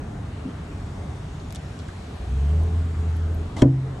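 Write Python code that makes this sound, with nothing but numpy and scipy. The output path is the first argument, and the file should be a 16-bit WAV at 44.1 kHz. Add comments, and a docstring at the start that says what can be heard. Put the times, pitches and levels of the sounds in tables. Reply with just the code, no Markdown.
"""Steady traffic rumbles, and dull knocks sound from a glass-fronted vending machine close by.
Its mechanism clicks, then a motor hums up to speed and pushes a row of faintly creaking plastic bottles.
One leaves its shelf, scrapes past the pinging gate and lands with a clunk, the loudest moment:
its shell cracks briefly and the delivery tray rattles and rings low. Short reflections inside the
cabinet follow the clicks and the landing, while the street carries on behind."""
import sys
import numpy as np
from scipy import signal
from scipy.fft import rfft, irfft
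from scipy.io import wavfile
from scipy.ndimage import uniform_filter1d, minimum_filter1d

SR = 44100
rng = np.random.default_rng(int(sys.argv[2]) if len(sys.argv) > 2 else 0)


def pcm_store(signal):
    """Save signal as 16-bit PCM."""
    levels = np.round(np.clip(np.atleast_2d(signal), -1, 1) * 32767)
    wavfile.write(sys.argv[1], SR, levels.astype(np.int16).T)


N = 176400
T = np.arange(N) / SR
HZ = np.fft.rfftfreq(N, 1 / SR)


# the bottle lands with one clunk: a main layer and a far fainter one
# (time [s], thud [dB], crack [dB], hardness [Hz])
CLUNK = [(3.6198, 9.5, -20.5, 2500), (3.6297, -20, -56, 650)]
# modes of the delivery tray (pitch [Hz], relative level [dB], t60 [s])
TRAY_MODES = [(73, -23.5, 0.23), (112.6, -19, 0.15), (131.7, -14, 0.73), (155.7, -27, 0.57),
              (256.3, -12.5, 0.18), (280.3, -12, 0.26), (313, -29.5, 0.17), (335, -20, 0.29),
              (363, -17, 0.05), (527, -35, 0.042), (534, -25, 0.14), (604, -20, 0.09), (670, -36.5, 0.18),
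              (756, -35.5, 0.15), (833, -35, 0.05), (1006, -25.5, 0.053)]

def tray(lag_s=0.0029, rise_s=0.0022):
    """The landing bottle sets the tray's modes ringing; the bass booms on."""
    out = 0
    for hz, db, t60 in TRAY_MODES:
        lean_db = 4.5 * max(np.log2(hz / 330), 0)  # higher modes sit further left
        mode = 0
        for start, thud_db, _, hard_hz in CLUNK:
            force = amp(thud_db) / np.hypot(1, (hz / hard_hz) ** 2)
            mode = mode + force * ring(start + lag_s, hz, t60, rise_s)
        out = out + amp(db) * pan(lean_db) * mode
    return out


# tone of the first snap (frequency [Hz], relative level [dB])
SNAP_COLOUR = [(300, -3), (900, 12), (2000, -6), (6000, -12), (8000, -7), (10000, -13.5), (11600, -22),
               (13000, -40)]
# tone of the tray's many small, close modes (frequency [Hz], relative level [dB])
RATTLE_COLOUR = [(18, -25), (42, 4), (120, 2), (210, 8), (380, 4), (480, 6.5), (750, -8.5), (1200, -22.5),
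                 (2000, -31), (4000, -55)]

def first_contact(snap_db=-27, rattle_db=-9.5):
    """The bottle's first touch snaps sharply and shakes the tray into a short, dense rattle."""
    start = CLUNK[0][0]
    snap = unit(colour(stereo_noise(0.45), amp(read(SNAP_COLOUR, HZ))))
    snap *= decay(start, t60=0.0098, rise=0.00018, hold=0.0012)
    rattle = unit(colour(stereo_noise(0.5), amp(read(RATTLE_COLOUR, HZ))))
    rattle *= decay(start, t60=0.19, rise=0.0032)
    return amp(snap_db) * snap + amp(rattle_db) * rattle


# resonances of the plastic bottle (centre [Hz], width [Hz], relative level [dB])
BOTTLE_BANDS = [(1550, 350, -1), (2030, 530, 0), (2520, 300, -6), (3180, 430, -1.5), (4340, 520, -5.5),
                (5660, 400, -0.5), (6830, 500, -6.5), (7900, 450, -8.5)]

def bottle_crack():
    """The plastic shell cracks briefly as it hits the tray."""
    out = 0
    for hz, width_hz, db in BOTTLE_BANDS:
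        length = (2000 / hz) ** 0.6  # higher bands die sooner
        envelope = sum(amp(crack_db) * decay(start, 0.042 * length, rise=0.00014, hold=0.0053 * length)
                       for start, _, crack_db, _ in CLUNK)
        out = out + amp(db) * envelope * unit(colour(stereo_noise(0.93), peak(hz, width_hz)))
    return out / len(BOTTLE_BANDS) * 2 * pan(lean_db=3)


# envelope of the bottle rubbing the gate (time [s], level [dB])
SCRAPE_LEVEL = [(3.559, -59), (3.567, -31.5), (3.577, -34), (3.598, -31.5), (3.611, -36.5), (3.621, -31)]
# tone of that rub (frequency [Hz], relative level [dB])
SCRAPE_COLOUR = [(150, 15.5), (310, 23.5), (480, 7), (700, 15), (1000, 14), (1500, -3), (2700, -5.5),
                 (3400, 4), (4700, -4.5), (7500, -5.5), (10000, -14), (11600, -20), (12500, -47)]

def gate_scrape(slips_per_s=20000, slip_spread_db=4, ping_db=-30.5):
    """The gate pings as it lets go, and the bottle slides past it in a run of tiny slips."""
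    slips = rng.random(N) < slips_per_s / SR
    strength = amp(slip_spread_db * np.minimum(rng.exponential(1, N), 2))
    rub = unit(colour(slips * strength * stereo_noise(0.66), amp(read(SCRAPE_COLOUR, HZ))))
    level_db = np.interp(T, *np.transpose(SCRAPE_LEVEL), left=-np.inf, right=-np.inf)
    ping = ring(start=3.5665, hz=2045, t60=0.046, rise=0.002)
    return amp(level_db) * rub + amp(ping_db) * ping


# run of the dispensing motor (time [s], speed [Hz], level [dB])
MOTOR_RUN = [(2.148, 58.2, -61), (2.21, 59, -30), (2.26, 60.75, -35), (2.321, 64.44, -22),
             (2.469, 72.53, -21), (2.569, 78.97, -17), (2.71, 82.8, -23), (2.81, 82.2, -21.5),
             (2.94, 80.9, -26), (3.019, 81.16, -22), (3.42, 81.1, -25.5), (3.48, 81.5, -36)]
# partials of its hum (multiple of the speed, relative level [dB], change at full strain [dB])
MOTOR_ORDERS = [(.5, -38, -5), (1, -0.5, 0.5), (1.5, -23, -9), (2, -21, 12), (3, -32, 5)]
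# narrow resonances it shakes (centre [Hz], width [Hz], level at the motor's loudest [dB])
MOTOR_RINGS = [(40.7, 9.7, -40.5), (427.2, 9.5, -46)]

def motor(full_strain_hz_per_s=87, ease_s=0.1, waver_db=-0.24):
    """A low hum that spins up with straining overtones, holds its speed and stops as the bottle tips."""
    times, speeds, levels = np.transpose(MOTOR_RUN)
    hz = np.interp(T, times, speeds)
    fade = np.interp(T, [times[0] - 0.02, times[0], times[-1], times[-1] + 0.024], [0, 1, 1, 0])
    gain = amp(np.interp(T, times, levels)) * fade
    strain = np.clip(np.gradient(hz, T) / full_strain_hz_per_s, 0, 1)
    strain = uniform_filter1d(strain, round(ease_s * SR))
    turns = np.cumsum(hz) / SR
    hum = 0
    for multiple, db, strain_db in MOTOR_ORDERS:
        waver = unit(colour(rng.standard_normal(N), peak(0, width_hz=18)))
        tone = np.sqrt(2) * np.sin(2 * np.pi * multiple * turns)
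        hum = hum + amp(db + strain_db * strain + waver_db * waver) * tone
    rings = sum(amp(db) * unit(colour(rng.standard_normal(N), peak(centre, width)))
                for centre, width, db in MOTOR_RINGS)
    return gain * hum + np.sqrt(gain / gain.max()) * rings


# dull knocks (time [s], pitch [Hz], level [dB])
KNOCKS = [(.441, 259, -20.5), (.463, 180.6, -19), (0.697, 292, -27.5), (3.858, 439, -29.5)]

def knocks(t60_s=0.15, rise_s=0.014, puff_db=-7):
    """Soft, hollow bumps: a low note in a dull puff of noise."""
    puff = amp(puff_db) * unit(colour(stereo_noise(0.83), peak(hz=240, width_hz=150)))
    return sum(amp(db) * (ring(start, hz, t60_s, rise_s) + puff * decay(start, t60_s, rise_s))
               for start, hz, db in KNOCKS)


# clicks of the mechanism (time [s], level [dB], t60 [s], treble cutoff [Hz])
CLICKS = [(1.3987, -48, 0.022, 7000), (1.5062, -34, 0.0055, 10000), (1.5247, -30.5, 0.0066, 15000),
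          (1.548, -33, 0.0096, 12000), (1.552, -42, .025, 10500), (1.5579, -33.5, 0.019, 9500),
          (1.566, -40.5, .014, 7000), (1.7897, -41, 0.017, 9000), (1.797, -50, 0.13, 6500),
          (1.883, -48, .04, 9600), (1.888, -37.5, .022, 1880)]
# tone they share (frequency [Hz], relative level [dB])
CLICK_COLOUR = [(300, -28), (1500, -2), (2600, -7), (3600, 7), (4900, -1.5), (7800, 0), (10000, -7.5),
                (12000, -3), (15000, -20)]

def clicks():
    """Small dry ticks of the mechanism: bursts of noise, each with its own brightness."""
    noise, tone = stereo_noise(0.61), amp(read(CLICK_COLOUR, HZ))
    out = 0
    for start, db, t60, top_hz in CLICKS:
        tick = unit(colour(noise, tone / np.hypot(1, (HZ / top_hz) ** 10)))
        out = out + amp(db) * decay(start, t60, rise=0.00037, hold=0.0005) * tick
    return out


# thin creaks of the pushed bottles (time [s], pitch [Hz], level [dB])
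CREAKS = [(2.632, 10300, -48), (3.166, 11000, -47), (3.346, 11740, -44)]

def creaks(width_hz=2300):
    """Faint, very high ticks as the row of bottles shifts."""
    noise = stereo_noise(0.3)
    return sum(amp(db) * decay(start, t60=0.015, rise=0.00071) * unit(colour(noise, peak(hz, width_hz)))
               for start, hz, db in CREAKS)


def cabinet(x, echo_db=-9.5, t60_s=0.052, predelay_s=0.003, band_hz=(450, 8500)):
    """Adds short, dense reflections inside the machine, without deep bass or top treble."""
    t = np.arange(SR // 3) / SR
    reflections = rng.standard_normal((2, len(t))) * amp(-60 * t / t60_s) * (t > predelay_s)
    reflections /= np.linalg.norm(reflections, axis=1, keepdims=True)
    send = signal.sosfilt(signal.butter(4, band_hz, "band", fs=SR, output="sos"), x)
    return x + amp(echo_db) * signal.fftconvolve(send, reflections, axes=1)[:, :N]


# tone of the traffic bed (frequency [Hz], relative level [dB])
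STREET_COLOUR = [(12, -57), (24, -30), (36, -6.5), (55, -6.5), (82, 0.86), (112, -6), (145, -5.5),
                 (205, -12.5), (300, -15.5), (350, -20), (425, -17.5), (490, -23), (700, -21), (950, -25.5),
                 (1250, -27), (2400, -34.5), (3700, -37.5), (5000, -43.5), (6700, -44.5), (8800, -48),
                 (10200, -52.5), (11600, -53), (15000, -69)]
# its stereo image (frequency [Hz], left-right likeness [0-1])
STREET_LIKENESS = [(100, .999), (300, 0.92), (550, 0.18), (1200, 0.51), (2600, 0.1), (4000, 0.067),
                   (8000, 1), (11000, 0.069)]
# its balance (frequency [Hz], left minus right [dB])
STREET_LEAN = [(250, -1), (600, 1.7), (1500, 2.1), (4000, 1), (8000, -0.5)]
# ride on its midrange (time [s], level before band weighting [dB])
MID_SWELL = [(0, 2.5), (.8, 1.74), (1.3, 1.5), (1.75, 0.5), (2.1, -0.5), (2.7, 3), (3.4, 3.5), (4, 2.5)]
# ride on its treble (time [s], level before band weighting [dB])
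TREBLE_SWELL = [(0, -2), (.6, 0.5), (1.3, 1.5), (1.75, 2.5), (2.5, 3), (3.3, 0), (3.7, 1.5), (4, -2)]

def street(level_db=-34.5, top_hz=11750, patchy_db=1.32):
    """Traffic rumble and tyre hiss, drifting in patches; midrange and treble swell slowly."""
    tone = amp(read(STREET_COLOUR, HZ)) / np.hypot(1, (HZ / top_hz) ** 80)
    bed = amp(level_db) * unit(colour(stereo_noise(read(STREET_LIKENESS, HZ)), tone))
    hz, t, bands = signal.stft(bed, SR, nperseg=1024, noverlap=768)
    patches = uniform_filter1d(rng.standard_normal(bands.shape[1:]), size=12, axis=0)  # across frequency
    patches = unit(uniform_filter1d(patches, size=30, axis=1))  # across time
    drift_db = patchy_db * patches * np.minimum(hz / 400, 1)[:, None]  # the bass stays steadier
    mid_weight = read([(100, 0.96), (300, 1.33), (800, 0.74), (3000, 0.067)], hz)
    treble_weight = read([(1500, 0.1), (5000, 0.73)], hz)
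    mid_db = np.outer(mid_weight, np.interp(t, *np.transpose(MID_SWELL)))
    treble_db = np.outer(treble_weight, np.interp(t, *np.transpose(TREBLE_SWELL)))
    bands = bands * amp(drift_db + mid_db + treble_db) * pan(read(STREET_LEAN, hz))[:, :, None]
    return signal.istft(bands, SR, nperseg=1024, noverlap=768)[1][:, :N]


def amp(db):
    """Decibels to gain."""
    return 10 ** (np.asarray(db) / 20)


def pan(lean_db):
    """Left and right gains, the left louder by lean_db."""
    return amp(lean_db * np.array([[0.5], [-0.5]]))


def unit(x):
    """Scales to rms 1."""
    return x / np.sqrt(np.mean(x ** 2) + 1e-20)


def read(points, hz):
    """Reads a table along a log-frequency axis."""
    f, value = np.transpose(points)
    return np.interp(np.log(hz + 1), np.log(f + 1), value)


def colour(x, gain):
    """Filters by a gain for each frequency."""
    return irfft(rfft(x) * gain, N)


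def stereo_noise(likeness):
    """Two channels of white noise, from wide (likeness 0) to mono (1)."""
    left, other = rfft(rng.standard_normal((2, N)))
    likeness = np.clip(likeness, -1, 1)
    right = likeness * left + np.sqrt(1 - likeness ** 2) * other
    return irfft(np.array([left, right]), N)


def peak(hz, width_hz):
    """Gain of a steep-sided resonance."""
    return 1 / (1 + ((HZ - hz) / (width_hz / 2)) ** 2)


def decay(start, t60, rise, hold=0):
    """Envelope: quick rise, hold, exponential fall; all times in seconds."""
    t = np.maximum(T - start, 0)
    fall = np.log(1000) * np.maximum(t - hold, 0) / t60
    return (1 - np.exp(-t / rise)) * np.exp(-np.minimum(fall, 20))


def ring(start, hz, t60, rise):
    """One struck mode."""
    return decay(start, t60, rise) * np.sin(2 * np.pi * hz * (T - start))


def scene():
    """The machine at work in front of the street."""
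    direct = street() + motor() + knocks()
    inside = clicks() + creaks() + gate_scrape() + first_contact() + bottle_crack() + tray()
    return direct + cabinet(inside)


def record(dry, mono_below_hz=330, limit_db=-0.9, release_db_per_s=14, top_hz=15700):
    """Close-set microphones hear the bass alike; a limiter holds the peaks; the top treble is cut."""
    side = colour((dry[0] - dry[1]) / 2, HZ ** 2 / np.hypot(HZ ** 2, mono_below_hz ** 2))
    x = dry.mean(0) + np.array([side, -side])
    over_db = np.maximum(20 * np.log10(abs(x).max(0) + 1e-9) - limit_db, 0)
    release_db = T * release_db_per_s
    gain_db = release_db - np.maximum.accumulate(over_db + release_db)
    gain_db = uniform_filter1d(minimum_filter1d(gain_db, size=128), size=128)  # ease in before each peak
    lowpass = signal.firwin(511, top_hz, window=("kaiser", 9), fs=SR)
    return signal.oaconvolve(x * amp(gain_db), lowpass[None], "same")


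dry = scene()
out = record(dry)
pcm_store(out)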